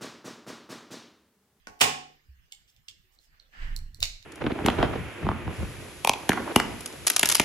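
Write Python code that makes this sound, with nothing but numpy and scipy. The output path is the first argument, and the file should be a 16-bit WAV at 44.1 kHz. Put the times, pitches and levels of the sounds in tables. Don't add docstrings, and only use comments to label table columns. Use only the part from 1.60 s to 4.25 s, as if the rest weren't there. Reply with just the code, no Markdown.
import sys
import numpy as np
from scipy import signal
from scipy.fft import rfft, irfft
from scipy.io import wavfile
from scipy.ndimage import uniform_filter1d

SR = 44100
rng = np.random.default_rng(int(sys.argv[2]) if len(sys.argv) > 2 else 0)


def nominal_scale(level):
    x = np.asarray(level, float) / 20
    return 10 ** x


def dump(signal):
    limited = np.clip(np.atleast_2d(signal).T, -1, 1)
    pcm = np.round(limited * 32767).astype(np.int16)
    wavfile.write(sys.argv[1], SR, pcm)


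N = 116865

# pitch in Hz, width in Hz, boost in dB.
AIR_HUMPS = [(51.7, 17, 10), (1725, 540, 6), (2920, 340, 5), (4840, 580, 4.5), (10300, 1700, -6.5),
             (13900, 1000, 7.5)]
# pitch in Hz, likeness (1 = the same, 0 = unrelated).
LIKENESS = [(60, .9), (130, .9), (290, .4), (640, -.1), (1410, -.5), (3100, 0.02), (6820, .04),
            (15000, .03)]


def read(points, hz):
    f, value = np.transpose(points)
    return np.interp(np.log(hz + 1), np.log(f + 1), value)


def humps(rows, hz):
    return sum(db / (1 + (2 * (hz - f) / w) ** 2) for f, w, db in rows)


def evened(x):
    return x / np.sqrt(np.mean(x ** 2) + 1e-20)


def curve(points):
    s, db = np.transpose(points)
    return nominal_scale(np.interp(np.arange(N) / SR, s, db))


def pair(z, same, pan_db):
    same = np.clip(same, -1, 1)
    left = z[0] * nominal_scale(pan_db / 2)
    right = (same * z[0] + np.sqrt(1 - same ** 2) * z[1]) * nominal_scale(-pan_db / 2)
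    return np.array([left, right])


def hiss(colour_db, same, pan_db, patchy_db, size=1024):
    frames, hz = 4 * N // size + 5, np.fft.rfftfreq(size, 1 / SR)
    a, b, c, d, patches = rng.standard_normal((frames, len(hz), 5)).T
    patches = uniform_filter1d(patches, size=10, axis=0)
    patches = evened(uniform_filter1d(patches, size=10, axis=1))
    z = pair([a + 1j * b, c + 1j * d], same(hz)[:, None], pan_db)
    z = z * nominal_scale(colour_db(hz)[:, None] + patchy_db * patches)
    return evened(signal.istft(z, nperseg=size, noverlap=3 * size // 4)[1][:, :N])


def ringing(body, tilt_db):
    colour, rings = body
    hz = abs(np.fft.fftfreq(4096, 1 / SR))
    tilt = tilt_db * np.log2(np.maximum(hz, 500) / 4000)
    colour_db = read(colour, hz) + humps(rings, hz) + tilt
    log_gain = np.log(nominal_scale(np.maximum(colour_db, -100)))
    ring = np.fft.ifft(np.exp(np.conj(signal.hilbert(log_gain)))).real[:2048]
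    return ring / np.linalg.norm(ring)


def levelled(slips, rattle):
    for _ in range(3):
        z = rfft(slips)
        slips = irfft(z / np.sqrt(uniform_filter1d(abs(z) ** 2, size=9) + 1e-12))
        slips = slips * np.exp(-(np.arange(len(slips)) / SR / (1.15 * rattle)) ** 6)
    return slips


def room(x, early_db):
    # pitch in Hz, time in seconds.
    fade_times = [(100, 0.25), (260, 0.54), (700, 0.38), (1840, 0.44), (4850, 0.45), (12800, 0.26)]
    # pitch in Hz, level in dB.
    tail_colour = [(100, 5.5), (700, -2), (3000, -6), (9000, -2), (15000, -2.5)]
    taps = np.zeros((2, SR))
    at = np.arange(280, SR - 16, 16) + rng.integers(0, 16, (2, (SR - 281) // 16))
    np.put_along_axis(taps, at, rng.choice([-1., 1.], at.shape), 1)
    hz, t, z = signal.stft(taps, SR, nperseg=256)
    early = early_db * np.exp(-t[:, None] / 0.016)
    fall_db = read(tail_colour, hz) - 60 * t[:, None] / read(fade_times, hz) + early
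    z = pair(z, read(LIKENESS, hz)[:, None], -3) * nominal_scale(fall_db.T)
    tail = signal.istft(z, SR, nperseg=256)[1]
    tail = tail / np.linalg.norm(tail) * np.sqrt(2)
    return signal.fftconvolve(x[None], tail, axes=1)[:, :SR]


def clicks(events, body, wet_db, early_db):
    # delay in seconds, level in dB.
    near_echoes = [(.003, -17), (.0078, -10), (.0145, -12), (.0258, -11)]
    slips_per_s, lag_s = 7500, .0002
    out, t = np.zeros((2, N + SR)), np.arange(4096) / SR
    for s, db, pan_db, rattle, tilt_db in events:
        chance, strength = rng.random(4096), rng.standard_normal(4096)
        ring = ringing(body, tilt_db)
        sway = rng.uniform(0, 0.00052, (len(near_echoes), 2))
        swell = (0.47 + t / rattle) * np.exp(-(t / rattle) ** 4)
        slips = (chance < slips_per_s / SR) * strength * swell
        sound = np.convolve(levelled(slips, rattle), ring)
        sound *= nominal_scale(db) / abs(sound).max()
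        for k, side in enumerate([1, -1]):
            arrivals = [(k * lag_s, 1)]
            for (delay, echo_db), w in zip(near_echoes, sway):
                arrivals.append((delay + w[k], side * nominal_scale(echo_db + wet_db)))
            for delay, gain in arrivals:
                at = round((s + delay) * SR)
                out[k, at:at + len(sound)] += gain * nominal_scale(side * pan_db / 2) * sound
        at = round((s + rattle / 2) * SR)
        out[:, at:at + SR] += nominal_scale(wet_db) * np.linalg.norm(sound) * room(ring, early_db)
    return out[:, :N]


def hush():
    # pitch in Hz, level in dB per Hz.
    air_colour = [(25, -6.5), (55, 0), (150, -7), (220, -17.5), (1000, -24), (3000, -20.5), (7000, -28.5),
                  (16000, -29)]
    return nominal_scale(-66) * hiss(lambda hz: read(air_colour, hz) + humps(AIR_HUMPS, hz),
                           lambda hz: 0.5 * read(LIKENESS, hz), -3.5, patchy_db=4.5)


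def table_shake():
    # time in seconds, level in dB.
    shaking = [(0, -76.5), (.22, -69), (.68, -80.5), (.75, -58.5), (1.2, -89.5), (1.95, -66), (2.02, -37.5),
               (2.13, -35), (2.27, -40.5), (2.36, -44.5), (2.43, -38), (2.52, -46), (2.61, -49),
               (2.65, -62)]
    # pitch in Hz, level in dB per Hz.
    wobble_colour = [(12, -21), (22, -6), (36, -8), (62, -14.5), (120, -23.5), (250, -37.5), (600, -67)]
    # pitch in Hz, width in Hz, boost in dB.
    leg_humps = [(27.9, 6, 14)]
    return curve(shaking) * nominal_scale(1.5) * hiss(lambda hz: read(wobble_colour, hz) + humps(leg_humps, hz),
                                            lambda hz: 1 + 0 * hz, -4, patchy_db=-2.3, size=8192)


def finger_pinches():
    # start in seconds, peak in dB, left-right in dB, rattle in seconds, brightness in dB per octave.
    pinches = [
        (.0706, -26.5, -11.5, 0.00072, 2),
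        (.0718, -28.5, 2, 0.0032, -1),
        (.49, -58.5, 6.5, 0.0229, -21),
        (2.385, -56.5, -1, 0.03, -16),
    ]
    # pitch in Hz, width in Hz, boost in dB.
    finger_body = [(80, -31.5), (200, -7), (800, -6), (1500, -3), (2500, -7.5), (3500, -19.5), (5500, -13),
                   (16000, -39)], [(5600, 4200, 1), (1500, 150, 7.5), (1250, 200, -6.5)]
    return clicks(pinches, finger_body, wet_db=-3.0, early_db=5.5)


def board_ring():
    # time in seconds, level in dB.
    board_blows = [
        (0.071, -50),
        (0.211, -26.5),
    ]
    # pitch in Hz, level in dB, time in seconds to fall by 60 dB.
    board_notes = [(263.7, -11.5, 0.91), (434.4, -3.5, 0.42), (725, -4, 0.97), (783, -4.5, 0.85),
                   (848, -2.5, 0.65), (917, -5.5, .22), (1102, 1, 0.52)]
    out = np.zeros((2, N))
    for s, hit_db in board_blows:
        t = np.maximum(np.arange(N) / SR - s, 0)
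        choke = np.exp(-(t / .3) ** 4)
        for hz, db, t60 in board_notes:
            turn = rng.uniform(0, 2 * np.pi) + np.array([[0], [np.arccos(read(LIKENESS, hz))]])
            beat = np.cos(2 * np.pi * rng.uniform(7, 20) * t + rng.uniform(0, np.pi, (2, 1)))
            loudness = np.minimum(t / 0.015, 1) * (0.15 + beat) * nominal_scale(hit_db + db - 60 * t / t60)
            out += loudness * choke * np.sin(2 * np.pi * hz * t + turn)
    return out * nominal_scale([[-1.5], [1.5]])


def table_clatter():
    # start in seconds, peak in dB, left-right in dB, rattle in seconds, brightness in dB per octave.
    knocks = [
        (.19, -41.5, -4.5, 0.0072, 3),
        (.2, -29.5, -6, 0.0088, 3.5),
        (.2076, -16, -7, 0.0027, -1.5),
        (.2101, -9.5, -3.5, 0.0014, 3.5),
        (.2115, -2, -16.5, 0.0035, 1.5),
        (.2153, -3, -8, .0024, -0.5),
        (.2176, -4, -8.5, 0.0025, -1.5),
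    ]
    # pitch in Hz, width in Hz, boost in dB.
    table_body = [(60, -32), (140, -22), (600, -12), (900, -4.5), (1350, -9), (2500, -10), (8600, -13),
                  (16000, -21)], [ (435, 60, 4.5), (1900, 300, 3.5), (2450, 400, 7), (2943, 500, 9),
                  (3540, 260, 6), (5210, 500, 4), (6830, 300, 5.5), (7900, 400, 4.5), (11500, 3000, -6.5)]
    return clicks(knocks, table_body, wet_db=1.0, early_db=1.0)


def thumps():
    # start in seconds, peak in dB, pitch in Hz, time in seconds to fall by 60 dB.
    blows = [
        (0.214, -39.5, 146, 0.62),
        (0.213, -38, 86, 0.39),
        (0.684, -41, 60.3, 0.3),
        (1.435, -70.5, 364, 0.24),
        (1.85, -70, 510, 0.11),
        (2.401, -32.5, 80.3, 0.19),
    ]
    out = np.zeros((2, N))
    for s, db, hz, t60 in blows:
        t = np.maximum(np.arange(N) / SR - s, 0)
        sag = 20 * 0.044 * (1 - np.exp(-t / 0.091))
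        loudness = np.minimum(t / .015, 1) * nominal_scale(db - 60 * t / t60)
        out = out + loudness * np.sin(2 * np.pi * (hz * t + sag)) * nominal_scale([[-1.2], [1.2]])
    return out


def first_meeting():
    # start in seconds, peak in dB, left-right in dB, rattle in seconds, brightness in dB per octave.
    meetings = [
        (.911, -56, -1.5, 0.0067, -1),
        (.9208, -33, -4, 0.0011, 1),
        (.9223, -30.5, -7.5, 0.002, 2),
    ]
    # pitch in Hz, width in Hz, boost in dB.
    shell_body = [(500, -33), (1400, -34), (2500, -18.5), (3200, -6.5), (5000, -18), (6300, -18),
                  (9500, -24.5), (16000, -29)], [ (818, 73, 25), (2190, 94, 23), (2922, 284, 11.3),
                  (3580, 160, 7.8), (4470, 210, 8.1), (5240, 200, 9.1), (6790, 190, 11), (7520, 400, 16),
                  (8560, 490, 8.8)]
    return clicks(meetings, shell_body, wet_db=-4.0, early_db=9.5)


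def loose_touches():
    # start in seconds, peak in dB, left-right in dB, rattle in seconds, brightness in dB per octave.
    touches = [
        (1.078, -54, -5, .03, 7),
        (1.1631, -53, -8, 0.0035, 3.5),
        (1.2828, -32.5, -12.5, 0.0013, 0),
        (1.2862, -24.5, -4, 0.00084, 1),
        (1.52, -54.5, -8.5, 0.042, 14),
        (1.6, -54.5, -9, 0.073, 10.5),
    ]
    # pitch in Hz, width in Hz, boost in dB.
    loose_body = [(500, -48), (1400, -29), (2400, -15.5), (3000, -9), (5000, -15.5), (6300, -15),
                  (9500, -30), (16000, -32.5)], [ (2170, 99, 6.9), (2780, 130, 10.4), (3238, 140, 10),
                  (3540, 140, 11.7), (4230, 106.5, 4.3), (4810, 210, 7), (5340, 97, 12.6), (7250, 240, 6.7),
                  (7940, 770, 7.5)]
    return clicks(touches, loose_body, wet_db=-3.5, early_db=12.0)


def peg_ticks():
    # start in seconds, peak in dB, left-right in dB, rattle in seconds, brightness in dB per octave.
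    ticks = [
        (1.5875, -48, -7.5, 0.0019, -17),
        (1.7962, -43.5, -8, 0.0042, -19.5),
        (2.1625, -28, -14.5, 0.00195, -1.9),
        (2.3448, -35.5, -8.5, 0.0024, -2.5),
    ]
    # pitch in Hz, width in Hz, boost in dB.
    peg_body = [(1000, -115), (3200, -34), (3900, -17), (6500, -22), (9000, -24), (12000, -26),
                (14500, -20), (16000, -28)], [ (4260, 550, 16), (5700, 450, 12), (7650, 550, 15),
                (10400, 700, 14), (14000, 900, 10)]
    return clicks(ticks, peg_body, wet_db=-5.0, early_db=10.0)


def sleeve():
    # time in seconds, rustle in dB.
    pressure = [(1.6, -85.5), (1.7, -80.5), (1.745, -70.5), (1.9, -86.5), (1.935, -59.5), (2.03, -49.5),
                (2.17, -60), (2.3, -78.5), (2.35, -77)]
    # pitch in Hz, level in dB per Hz.
    cloth_colour = [(88, -35), (150, 0.5), (278, -16), (601, -10.5), (1910, -1.5), (6180, -22.5),
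                    (8100, -22), (10200, -44), (15000, -36.5)]
    return curve(pressure) * nominal_scale(4.5) * hiss(lambda hz: read(cloth_colour, hz) + humps(AIR_HUMPS, hz),
                                             lambda hz: read(LIKENESS, hz), -3.5, patchy_db=-1.5, size=512)


def peg_snaps():
    # start in seconds, peak in dB, left-right in dB, rattle in seconds, brightness in dB per octave.
    snaps = [
        (2.4018, -24, -3, 0.0019, 18.5),
        (2.4038, -27, -4.5, .0018, 4),
        (2.419, -32.5, 2, .005, -6),
        (2.4232, -22.5, 2.5, 0.0033, -5.5),
        (2.4274, -6.5, -6, 0.001, 0),
        (2.4286, -9.5, -6.5, 0.001, -1),
        (2.626, -43, -11, .003, -1),
    ]
    # pitch in Hz, width in Hz, boost in dB.
    socket_body = [(250, -42), (900, -22.5), (1700, -16), (2800, -1.5), (4200, 0), (7000, -10),
                   (12000, -18), (16000, -23)], [ (663, 162, 12.5), (2200, 310, 6), (3290, 340, -12),
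                   (3790, 550, 6), (5230, 470, 1), (6900, 700, 7), (15100, 1700, 4.5), (10000, 3200, -3)]
    return clicks(snaps, socket_body, wet_db=-3.0, early_db=7.0)


def scene():
    toy = finger_pinches() + table_clatter() + first_meeting()
    toy = toy + loose_touches() + peg_ticks() + peg_snaps()
    table = table_shake() + thumps() + board_ring()
    return toy + sleeve() + table + hush()


def top_cut(x):
    return signal.sosfilt(signal.butter(12, 16820, fs=SR, output="sos"), x)


def record(dry):
    ceiling, mic_edge_hz = .87, 15700
    held = dry / (1 + (dry / ceiling) ** 6) ** (1 / 6)
    edge = signal.cheby2(8, 30, mic_edge_hz + 600, fs=SR, output="sos")
    held = signal.sosfilt(edge, held)
    return top_cut(held)


dry = scene()
out = record(dry)
dump(out)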